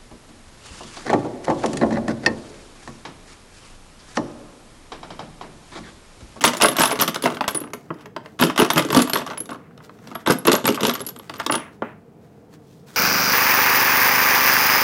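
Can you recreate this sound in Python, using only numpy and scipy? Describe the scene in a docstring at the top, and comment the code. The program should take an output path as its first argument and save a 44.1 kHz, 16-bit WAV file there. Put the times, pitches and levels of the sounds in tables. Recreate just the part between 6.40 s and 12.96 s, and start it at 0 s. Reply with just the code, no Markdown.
"""Over a low appliance hum, loaded brass cartridges clatter in a thin plastic bottle that gloved hands
shake and tip above a cloth-covered table. Each impact cracks and excites the damped modes of the wall
and the hollow body; then the pile rebounds and slides. Colliding cases clink, one high note each.
A small room reverberates, and the gloves rustle by friction on plastic and cloth."""
import sys
import numpy as np
from scipy import signal
from scipy.fft import rfft, irfft
from scipy.io import wavfile
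from scipy.ndimage import uniform_filter1d

SR = 44100
rng = np.random.default_rng(int(sys.argv[2]) if len(sys.argv) > 2 else 0)


def unload_wav(signal):
    """Save mono or channel-first audio to the path in sys.argv[1] as 16-bit WAV at rate SR, clipped to [-1, 1]."""
    wavfile.write(
        sys.argv[1],
        SR,
        np.round(np.clip(np.atleast_2d(signal).T, -1, 1) * 32767).astype(np.int16),
    )


N = 289296

# ring mode of each case, lowest first: (frequency [Hz])
CASE_MODES_HZ = [9855, 10090, 10300, 10395, 11070, 11290, 11385, 11770, 11850, 11930]
# decay of each case's mode: (t60 [s])
CASE_DECAYS_S = [0.11, 0.07, 0.055, 0.12, 0.06, .06, 0.07, .05, .055, 0.065]
# when each case drops out of the bottle: (time [s])
CASE_EXITS_S = [1.4, 2.7, 3.2, 2.7, 4.7, 4.7, 4.9, 4.5, 4.5, 4.9]


def undb(db):
    return 10 ** (np.asarray(db) / 20)


def fade(t, t60):
    """Exponential decay, 60 dB down at t60."""
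    return np.exp(-np.log(1000) * t / np.maximum(t60, .003))


def colour(x, points):
    """Spectral shaping of the last axis by (frequency [Hz], gain [dB]) points."""
    hz, db = np.transpose(points)
    n = x.shape[-1]
    f = np.maximum(np.arange(n // 2 + 1) * SR / n, 1)
    return irfft(rfft(x) * undb(np.interp(np.log(f), np.log(hz), db)), n)


def place(times, sounds):
    """Superposition of short sounds, each at its time."""
    out = np.zeros(N + sounds.shape[1])
    for s, sound in zip(times, sounds):
        i = int(np.clip(s * SR, 0, N - 1))
        out[i:i + len(sound)] += sound
    return out[:N]


def peak_one(x):
    return x / np.abs(x).max(axis=1, keepdims=True)


def held_noise(samples):
    return np.repeat(rng.standard_normal(N // samples + 1), samples)[:N]


def isolation(times, crowd_s):
    """Near 0 when the next blow follows at once, near 1 when it is far off."""
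    ordered = np.append(np.sort(times), N / SR)
    gap = ordered[np.searchsorted(ordered, times, side="right")] - times
    return 1 - np.exp(-(gap / crowd_s) ** 2)


def hum(level_db=-44.5, flicker_db=0.2):
    """Coloured noise: appliance drone and microphone hiss under slight amplitude modulation."""
    # noise spectrum: (frequency [Hz], relative density [dB])
    spectrum = [(18, -73.5), (30, -41), (42, -19.5), (118, -6), (145, -3.5), (233, -5), (266, -16.5),
                (303, -2.5), (328, -17.5), (461, -7.5), (569, -21.5), (684, -16.5), (1010, -27),
                (3870, -45), (16000, -52.5)]
    drone = colour(rng.standard_normal(N), spectrum)
    waver = uniform_filter1d(held_noise(SR // 8), SR // 8)
    return drone / drone.std() * undb(level_db + flicker_db * waver)


def tumble(count=6, fall_db=-6, body_db=-6, crack_db=-3, scatter_db=4.5):
    """Dissipation: random taps weaken as the pile settles. 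Returns rows of blows for knocks()."""
    # spells of tumbling: (start [s], length [s], opening wall level [dB])
    spells = [(0.0, 0.079, -20.5), (.13, 0.068, -31), (.3, 0.11, -20), (.47, .11, -16.5), (.62, .11, -33),
              (.81, 0.18, -19), (1.08, 0.11, -30.5), (1.19, 0.12, -28.5), (1.54, 0.1, -43),
              (2.05, .08, -37), (2.23, .1, -29), (2.33, 0.12, -13.5), (2.6, 0.049, -39),
              (2.76, 0.058, -19.5), (2.87, 0.067, -26.5), (3.08, 0.078, -31), (3.67, 0.072, -40.5),
              (3.88, 0.052, -13.5), (4.08, .14, -28), (4.29, 0.13, -21), (4.41, 0.18, -31),
              (4.56, 0.097, -31), (4.67, 0.043, -44), (4.94, .11, -33), (5.1, 0.099, -26.5)]
    start, length, opening_db = np.repeat(spells, count, axis=0).T
    progress = (np.tile(np.arange(count), len(spells)) + rng.random(len(start))) / count
    scatter = scatter_db * rng.standard_normal((len(start), 3))
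    wall_db = opening_db + fall_db * progress
    levels = wall_db[:, None] + [0, body_db, crack_db] + scatter
    return np.column_stack([start + length * progress, levels])


def bottle_ring(modes, count, size, rise_cycles, scatter_db, detune=0.033, octave_db=0):
    """Modal superposition: the point of impact sets each mode's share; low modes build up later."""
    hz, db, t60 = np.transpose(modes)
    t = np.arange(size) / SR
    partials = []
    for shift in (-1.71, -1.43, 0.0069, 0.67, 1.68):  # the squeezed bottle spreads every mode
        f = (hz * (1 + shift * detune))[:, None]
        rise = 1 - np.exp(-t * f / rise_cycles)
        partials.append(np.sin(2 * np.pi * f * t) * fade(t, t60[:, None]) * rise)
    chance = rng.standard_normal((count, 2, 5 * len(hz)))
    octaves = np.tile(np.log2(hz / hz[0]), 5)
    share_db = np.tile(db, 5) + octave_db * octaves + scatter_db * chance[:, 1]
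    share = np.sign(chance[:, 0]) * undb(share_db)
    return peak_one(share @ np.concatenate(partials))


def knocks(times, wall_db, body_db, crack_db, crack_tilt=0.5, wall_tilt=0.16, bump_db=4.0):
    """Impact excitation: a crack, wall and body modes, jingling cases. Longer contact gives less treble."""
    # contact noise: (frequency [Hz], gain [dB])
    crack_spectrum = [(1400, -9.5), (2200, -5.5), (3200, 4.5), (4400, -2.5), (5300, -2.5), (7000, -7.5),
                      (9500, -13.5), (13000, -16), (16000, -30.5)]
    # modes of the plastic wall: (frequency [Hz], relative level [dB], t60 [s])
    wall_modes = [(618.5, -0.5, .04), (708.5, -3, 0.031), (907, -2, 0.051), (959, -11, 0.029),
                  (1075, -0.5, 0.038), (1203.6, 0.5, 0.043), (1349, -4, 0.046), (1466, -4, 0.034),
                  (1632, -3.5, 0.027), (1947, -5.5, 0.026), (2117, -5.5, 0.028), (2660, -6, 0.026),
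                  (2970, -6, 0.016)]
    # modes of the hollow body: (frequency [Hz], relative level [dB], t60 [s])
    body_modes = [(157.9, -4.5, 0.057), (220.7, -5, 0.07), (253.5, -2.5, 0.097), (313.5, -2.5, 0.077),
                  (344, -7, 0.063), (417.4, -5, 0.076), (518.3, -5, 0.056)]
    count = len(times)
    t = np.arange(1024) / SR
    noise = colour(rng.standard_normal((count, len(t))), crack_spectrum)
    softness = np.clip(wall_db - crack_db, -8, 30)[:, None]  # a soft, long contact cracks weakly
    octaves = np.log2(np.maximum(np.arange(len(t) // 2 + 1) * SR / len(t), 1000) / 3000)
    spot_colour = np.repeat(rng.standard_normal((count, 27)), 19, axis=1)
    bumps = bump_db * uniform_filter1d(spot_colour, size=12)
    noise = irfft(rfft(noise) * undb(bumps - crack_tilt * softness * octaves))
    bursts = peak_one(noise * fade(t, t60=0.018) * np.minimum(t / 0.0012, 1))
    crack = place(times, bursts * undb(crack_db)[:, None])
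    wall_rings = bottle_ring(wall_modes, count, size=3072, rise_cycles=1.2, scatter_db=4.5,
                             octave_db=-wall_tilt * softness)
    body_rings = bottle_ring(body_modes, count, size=5120, rise_cycles=0.91, scatter_db=5)
    wall = place(times, wall_rings * undb(wall_db)[:, None])
    body = place(times, body_rings * undb(body_db)[:, None])
    return crack + jingle(crack) + wall + body


def jingle(crack, gain_db=-39, scatter_db=6, shuffle_s=0.017):
    """Resonance: the cracks drive the cases still inside, now one, now another, as the pile shuffles."""
    t = np.arange(3072) / SR
    out = 0
    for hz, t60, exit_s in zip(CASE_MODES_HZ, CASE_DECAYS_S, CASE_EXITS_S):
        shuffle = np.repeat(rng.standard_normal(N // 200), int(shuffle_s * SR))[:N]
        drive = crack * undb(scatter_db * shuffle) * (np.arange(N) < exit_s * SR)
        out = out + signal.oaconvolve(drive, np.sin(2 * np.pi * hz * t) * fade(t, t60))[:N]
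    return undb(gain_db) * out


def rebounds(blows, count=4, within_s=.02, loss_db=-8, body_loss_db=-6, lone_db=-14):
    """Inelastic collisions: weaker taps around each blow as neighbours land, faint after a lone one."""
    times, wall_db, body_db, crack_db = np.repeat(blows, count, axis=0).T
    chance = rng.random((len(times), 2))
    alone = np.repeat(isolation(blows[:, 0], crowd_s=0.04), count)
    loss = loss_db + 4 * np.log(chance[:, 1] + 1e-3) + lone_db * alone
    landings = times - .003 + within_s * chance[:, 0]
    return knocks(landings, wall_db + loss, body_db + loss + body_loss_db, crack_db + loss)


def slide(blows, gain_db=-10.5, rise_s=0.002, grain_db=3, lone_db=-14, per_case_db=2.9):
    """Sliding friction: the pile scrapes the ribbed wall after each blow, quieter as cases leave."""
    times, _, _, crack_db = blows.T
    cases_gone = np.searchsorted(np.sort(CASE_EXITS_S), times)
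    level_db = crack_db + lone_db * isolation(times, crowd_s=.045) - per_case_db * cases_gone
    t = np.arange(8192) / SR
    envelope = fade(t, t60=0.08) * (1 - np.exp(-t / rise_s))
    power = place(times, (undb(level_db)[:, None] * envelope) ** 2)  # incoherent sounds add in power
    grain = undb(grain_db * held_noise(64))
    scrape = colour(grain * rng.standard_normal(N),
                    [(500, -19), (1100, 1.5), (2800, -4), (5000, -7.5), (9000, -14.5), (16000, -18.5)])
    return undb(gain_db) * np.sqrt(power) * scrape / scrape.std()


def room(dry, rise_s=0.001, spots=4, move_s=.07):
    """Reverberation: a diffuse tail, shorter in the treble, whose colour shifts as the bottle moves."""
    # bands of the tail: (centre [Hz], gain [dB], t60 [s])
    bands = [(189, -6.5, 0.32), (488, -7, 0.26), (1152, -11, 0.31), (2440, -10, 0.29), (6275, -12.5, 0.28),
             (12000, -16.5, 0.21)]
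    t = np.arange(15000) / SR
    tails = 0
    for hz, db, t60 in bands:
        passband = [(hz / 2.5, -40), (hz / 1.5, 0), (hz * 1.5, 0), (hz * 2.5, -40)]
        noise = colour(rng.standard_normal((spots, len(t))), passband)
        tails = tails + undb(db) * noise * fade(t, t60) * np.sqrt(14 / t60 / SR)
    tails = tails * (1 - np.exp(-t / rise_s))
    spot = (np.arange(N) / (move_s * SR)).astype(int) % spots
    return sum(signal.oaconvolve(dry * (spot == k), tail)[:N] for k, tail in enumerate(tails))


def clinks(split_hz=35, twin_gain=0.32, jostle_db=6, tick_gain=0.32, spread_hz=40):
    """Beating: a struck case ticks, then its mode beats with a close twin, jostled by its neighbours."""
    # case against case: (time [s], case [letter, "a" lowest], level [dB])
    collisions = [(0.01, "c", -31.5), (0.048, "e", -26), (0.049, "c", -11), (0.17, "c", -35.5),
                  (0.223, "e", -23), (0.2224, "g", -31.5), (0.2359, "d", -13), (0.277, "j", -29.5),
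                  (0.308, "h", -34.5), (0.322, "b", -31), (0.3681, "j", -26), (0.392, "i", -17),
                  (0.4194, "b", -16.5), (0.4199, "d", -17), (0.454, "i", -18.5), (0.455, "b", -14.5),
                  (0.48, "g", -23), (0.5202, "b", -21), (0.52, "h", -23.5), (0.614, "e", -21),
                  (0.613, "i", -11), (0.8247, "d", -24.5), (0.955, "j", -41), (1.1089, "c", -40),
                  (1.1469, "a", -13), (1.1089, "f", -30), (1.2034, "f", -24.5), (1.9976, "c", -26.5),
                  (2.0118, "g", -15), (2.1984, "d", -22), (2.197, "j", -19), (2.3341, "i", -27),
                  (2.377, "f", -26.5), (2.3775, "j", -23), (2.5227, "g", -25.5), (2.5474, "j", -24.5),
                  (2.5626, "d", -19), (2.5636, "f", -17.5), (2.604, "b", -22), (2.6743, "g", -29),
                  (2.6973, "g", -31), (2.6973, "h", -20), (2.7337, "g", -20), (2.7563, "g", -19),
                  (2.979, "c", -20), (3.0036, "e", -22), (3.11, "c", -37), (3.751, "f", -27),
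                  (3.876, "g", -24), (3.904, "e", -21), (3.92, "g", -20), (3.9865, "f", -25.5),
                  (4.0692, "g", -20), (4.135, "i", -22), (4.161, "g", -20), (4.2673, "g", -16),
                  (4.2677, "h", -20), (4.347, "h", -32), (4.414, "i", -37), (4.444, "f", -27),
                  (4.496, "g", -26), (4.536, "j", -20.5), (4.6129, "e", -26), (4.665, "e", -26),
                  (4.665, "g", -21), (4.6877, "g", -27), (4.686, "j", -31), (4.789, "f", -37.5),
                  (4.9816, "j", -40), (5.1095, "d", -17), (5.1535, "d", -21.5)]
    times, letters, db = map(np.array, zip(*collisions))
    case = np.array(["abcdefghij".index(letter) for letter in letters])
    chance = rng.standard_normal((len(times), 62))
    hz = np.array(CASE_MODES_HZ)[case, None] + spread_hz * chance[:, :1]
    t60 = np.array(CASE_DECAYS_S)[case, None]
    t = np.arange(7200) / SR
    twin = np.sin(2 * np.pi * (hz + split_hz) * t + np.pi * chance[:, 1:2])
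    note = (np.sin(2 * np.pi * hz * t) + twin_gain * twin) * fade(t, t60)
    jostle = uniform_filter1d(np.repeat(chance[:, 2:], len(t) // 60, axis=1), size=100)
    tick = np.diff(rng.standard_normal((len(times), len(t))) * fade(t, t60=.005), prepend=0)
    return place(times, undb(db)[:, None] * (note * undb(jostle_db * jostle) + tick_gain * tick))


def glove_rustle(grain_db=2.5, grain_s=.002, edge_db=-11):
    """Friction noise: gloves rub plastic and cloth in grainy swells with a bright and a dull part."""
    # rubs: (peak time [s], rise [s], fall [s], bright level [dB], dull over bright [dB])
    rubs = [(1.359, 0.016, 0.17, -62, -12), (1.64, 0.18, 0.056, -70.5, 18), (1.864, 0.027, 0.019, -61, 13),
            (1.9, .05, .15, -65.5, 0), (2.89, 0.037, 0.053, -58, 8), (3.2, 0.022, 0.17, -73, 18.5),
            (3.445, 0.023, 0.028, -52, 0), (3.529, 0.027, 0.072, -64, -1), (3.754, .006, 0.009, -45, 11),
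            (3.68, 0.087, .06, -56, 5), (3.808, 0.02, 0.025, -53, 5), (4.85, 0.1, .05, -60, 3),
            (4.97, 0.12, 0.036, -57, 3), (4.998, 0.0043, 0.013, -36.5, 8.5), (5.05, 0.013, 0.0086, -49, 0),
            (5.2, .02, 0.092, -61.5, 25), (5.336, 0.016, 0.043, -62, -7), (5.43, 0.0085, 0.1, -69.5, 30.5),
            (5.84, .03, 0.044, -66.5, 3), (5.934, .06, 0.17, -70, 1), (6.147, 0.032, 0.016, -55, 1),
            (6.33, 0.13, .14, -61, -10), (6.479, 0.013, 0.13, -51, 0), (6.56, .015, .02, -51, -4)]
    t = np.arange(N) / SR
    grain = undb(grain_db * held_noise(int(grain_s * SR)))
    bright = colour(grain * rng.standard_normal(N),
                    [(1500, -14), (3500, 1), (6000, -1), (10000, -7), (16000, -10.5)])
    dull = colour(grain * rng.standard_normal(N),
                  [(250, -17), (600, -4), (1300, 2), (2600, -6.5), (5000, -37)])
    out = 0
    for peak_s, rise_s, fall_s, db, dull_db in rubs:
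        from_peak = np.where(t < peak_s, (peak_s - t) / rise_s, (t - peak_s) / fall_s)
        swell = undb(db + edge_db * from_peak ** 1.7)
        out = out + swell * (bright / bright.std() + undb(dull_db) * dull / dull.std())
    return out


def scene():
    """Superposition of direct sound, reverberation and hum in one channel."""
    # prominent blows: (time [s], wall level [dB], body level [dB], crack level [dB])
    main_blows = [(0.0129, -23, -27.5, -18), (0.0392, 0, -11, 1.5), (0.0507, -10.5, -13, -0.5),
                  (0.0676, -12, -12, -12), (0.0767, -6.5, -20.5, -6), (0.134, -14, -34, -17),
                  (0.1683, -25.5, -24, -17.5), (0.2012, -13.5, -29.5, -19), (0.2114, -7, -15.5, -9.5),
                  (0.2199, -4, -13.5, 0.5), (0.232, -1, -6.5, -8), (0.2447, 0, -16, -25),
                  (0.257, -20.5, -13, -4), (0.2844, -13, -18.5, -8), (0.366, -15.5, -38.5, -11),
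                  (0.3849, -7, -14, -7.5), (0.397, -13, -11, -6.5), (0.4063, -3, -13.5, -5),
                  (0.4166, -8, -15.5, -3.5), (0.4351, -4, -22.5, -4), (0.456, -6.5, -21, -10),
                  (0.5136, -9, -32, -15), (0.59, -16, -16.5, -14.5), (0.598, -13, -25.5, -9.5),
                  (0.6072, -10, -23, -11), (0.6206, -6.5, -11, -2.5), (0.6775, -10.5, -16.5, -9),
                  (0.7443, -17, -34, -14), (0.7596, -13.5, -19, -15), (0.8224, -24.5, -28, -19),
                  (0.838, -16.5, -9, -14.5), (0.8569, -1.5, -11, -12.5), (0.9007, -17, -27, -23.5),
                  (0.943, -33, -29, -32), (1.0081, -6.5, -16.5, -15.5), (1.0404, -15, -29, -24.5),
                  (1.079, -8.5, -26, -7), (1.1473, -20.5, -17.5, -19.5), (1.213, -39, -20.5, -37),
                  (1.334, -17, -26.5, -18), (1.5037, -17, -16.5, -41), (1.6086, -36, -54, -36.5),
                  (1.6573, -24.5, -35.5, -28), (1.7632, -15.5, -24.5, -22.5), (1.859, -27, -35.5, -30),
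                  (1.991, -19, -33, -18), (1.9985, -13, -16.5, -12.5), (2.0123, -12, -6.5, -11),
                  (2.023, 0, -11, -7), (2.036, -10.5, -3, -4), (2.0676, -20.5, -18, -16.5),
                  (2.0975, -12.5, -33, -17.5), (2.16, -16.5, -26, -19.5), (2.1773, -5, -44, -5),
                  (2.19, -7, -5.5, -11), (2.1989, -3, -6, -6), (2.2179, -3, -3.5, -5.5),
                  (2.2474, -16.5, -29, -15.5), (2.302, -2.5, -16.5, -4), (2.3592, -15.5, -11.5, -12),
                  (2.3716, -22.5, -38, -12.5), (2.3792, -3, -8.5, -4), (2.393, -12.5, -14.5, -11),
                  (2.487, -24.5, -19, -25), (2.503, -13.5, -18, -13), (2.5281, -10, -13.5, -9.5),
                  (2.5467, -6, -9, -5.5), (2.5643, -2.5, 0.5, -11), (2.571, -17.5, -11, -3.5),
                  (2.591, -6, -13, -7.5), (2.6189, -19.5, -28, -8), (2.6736, -17, -43, -21.5),
                  (2.6971, -14.5, -30, -16), (2.7332, -11, -18.5, -5), (2.756, -5.5, -19.5, -13.5),
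                  (2.773, -34, -16.5, -13.5), (2.8139, -23.5, -41, -28), (2.8638, -17.5, -40, -20),
                  (2.9087, -19, -51, -26.5), (2.9327, -24, -48, -32.5), (2.9737, -23.5, -33, -26),
                  (3.0039, -33, -26, -27.5), (3.0561, -38, -35, -29.5), (3.0912, -23.5, -30, -29),
                  (3.1166, -20.5, -27.5, -57), (3.1441, -30.5, -43, -47), (3.3762, -34, -43, -39),
                  (3.404, -35, -58, -55), (3.4934, -28.5, -44, -38.5), (3.588, -41, -48, -44),
                  (3.673, -35, -36, -31), (3.714, -25, -29, -34), (3.754, -17, -29, -24.5),
                  (3.8622, -13, -30, -14.5), (3.8727, -4, -10, -9.5), (3.8826, -20, -20, -16),
                  (3.8987, -4.5, -1, -13), (3.906, -13, -11, -7.5), (3.9206, -45, -22, -12.5),
                  (4.0519, -14, -17, -13), (4.0725, -1.5, -9, -6), (4.0807, -1, 1.5, -5.5),
                  (4.1167, -5.5, -34, -3.5), (4.1288, -37, -9, -4.5), (4.1396, -4.5, -19, -26),
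                  (4.1516, -24, -33, -8.5), (4.1807, -20.5, -31, -27), (4.242, -19, -13, -19.5),
                  (4.2544, -7.5, -17, -6), (4.2767, -5, -10.5, -4.5), (4.288, -10.5, -6.5, -8.5),
                  (4.3446, -23, -41, -16.5), (4.3752, -14, -27, -33), (4.407, -15, -16, -15),
                  (4.4315, -9, -8, -6), (4.4502, -5, -16, -4.5), (4.4673, -15, -17, -8),
                  (4.4794, -18, -11.5, -16), (4.4941, -9.5, -32, -8), (4.5371, -24, -27, -19),
                  (4.5516, -17.5, -42, -16.5), (4.6042, -23, -22.5, -20.5), (4.667, -38, -28, -23),
                  (4.6877, -28.5, -33.5, -21.5), (4.7616, -30, -35, -29), (4.796, -28, -31, -28.5),
                  (4.8956, -18.5, -29.5, -20.5), (4.939, -26.5, -29, -26.5), (4.9987, -13.5, -28, -16),
                  (5.0632, -13, -18.5, -8), (5.098, -7.5, -15, -20), (5.1222, -13, -18.5, -8.5),
                  (5.141, -9, -23, -15.5), (5.153, -16, -18, -12.5), (5.179, -22, -46, -28),
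                  (5.421, -9.5, -13.5, -28.5)]
    # strength of the reverberant tail as the bottle empties: (time [s], gain [dB])
    tail_gains = [(0, 1), (1.4, 0.5), (3, 2), (4.9, -0.5), (5.08, 0), (6.56, -3)]
    blows = np.concatenate([main_blows, tumble()])
    direct = knocks(*blows.T) + rebounds(blows) + slide(blows) + clinks() + glove_rustle()
    tail_db = np.interp(np.arange(N) / SR, *np.transpose(tail_gains))
    return (direct + room(direct * undb(tail_db)) + hum())[None]


def record(dry):
    """Band limiting and saturation: the microphone thins the bass, rounds peaks and cuts the top."""
    bass_cut = signal.butter(2, 60, "high", fs=SR, output="sos")
    top_cut = signal.ellip(10, .2, 80, 15800, fs=SR, output="sos")
    rounded = np.tanh(1.013 * signal.sosfilt(bass_cut, dry)) / 1.25
    return signal.sosfilt(top_cut, rounded)


dry = scene()
out = record(dry)
unload_wav(out)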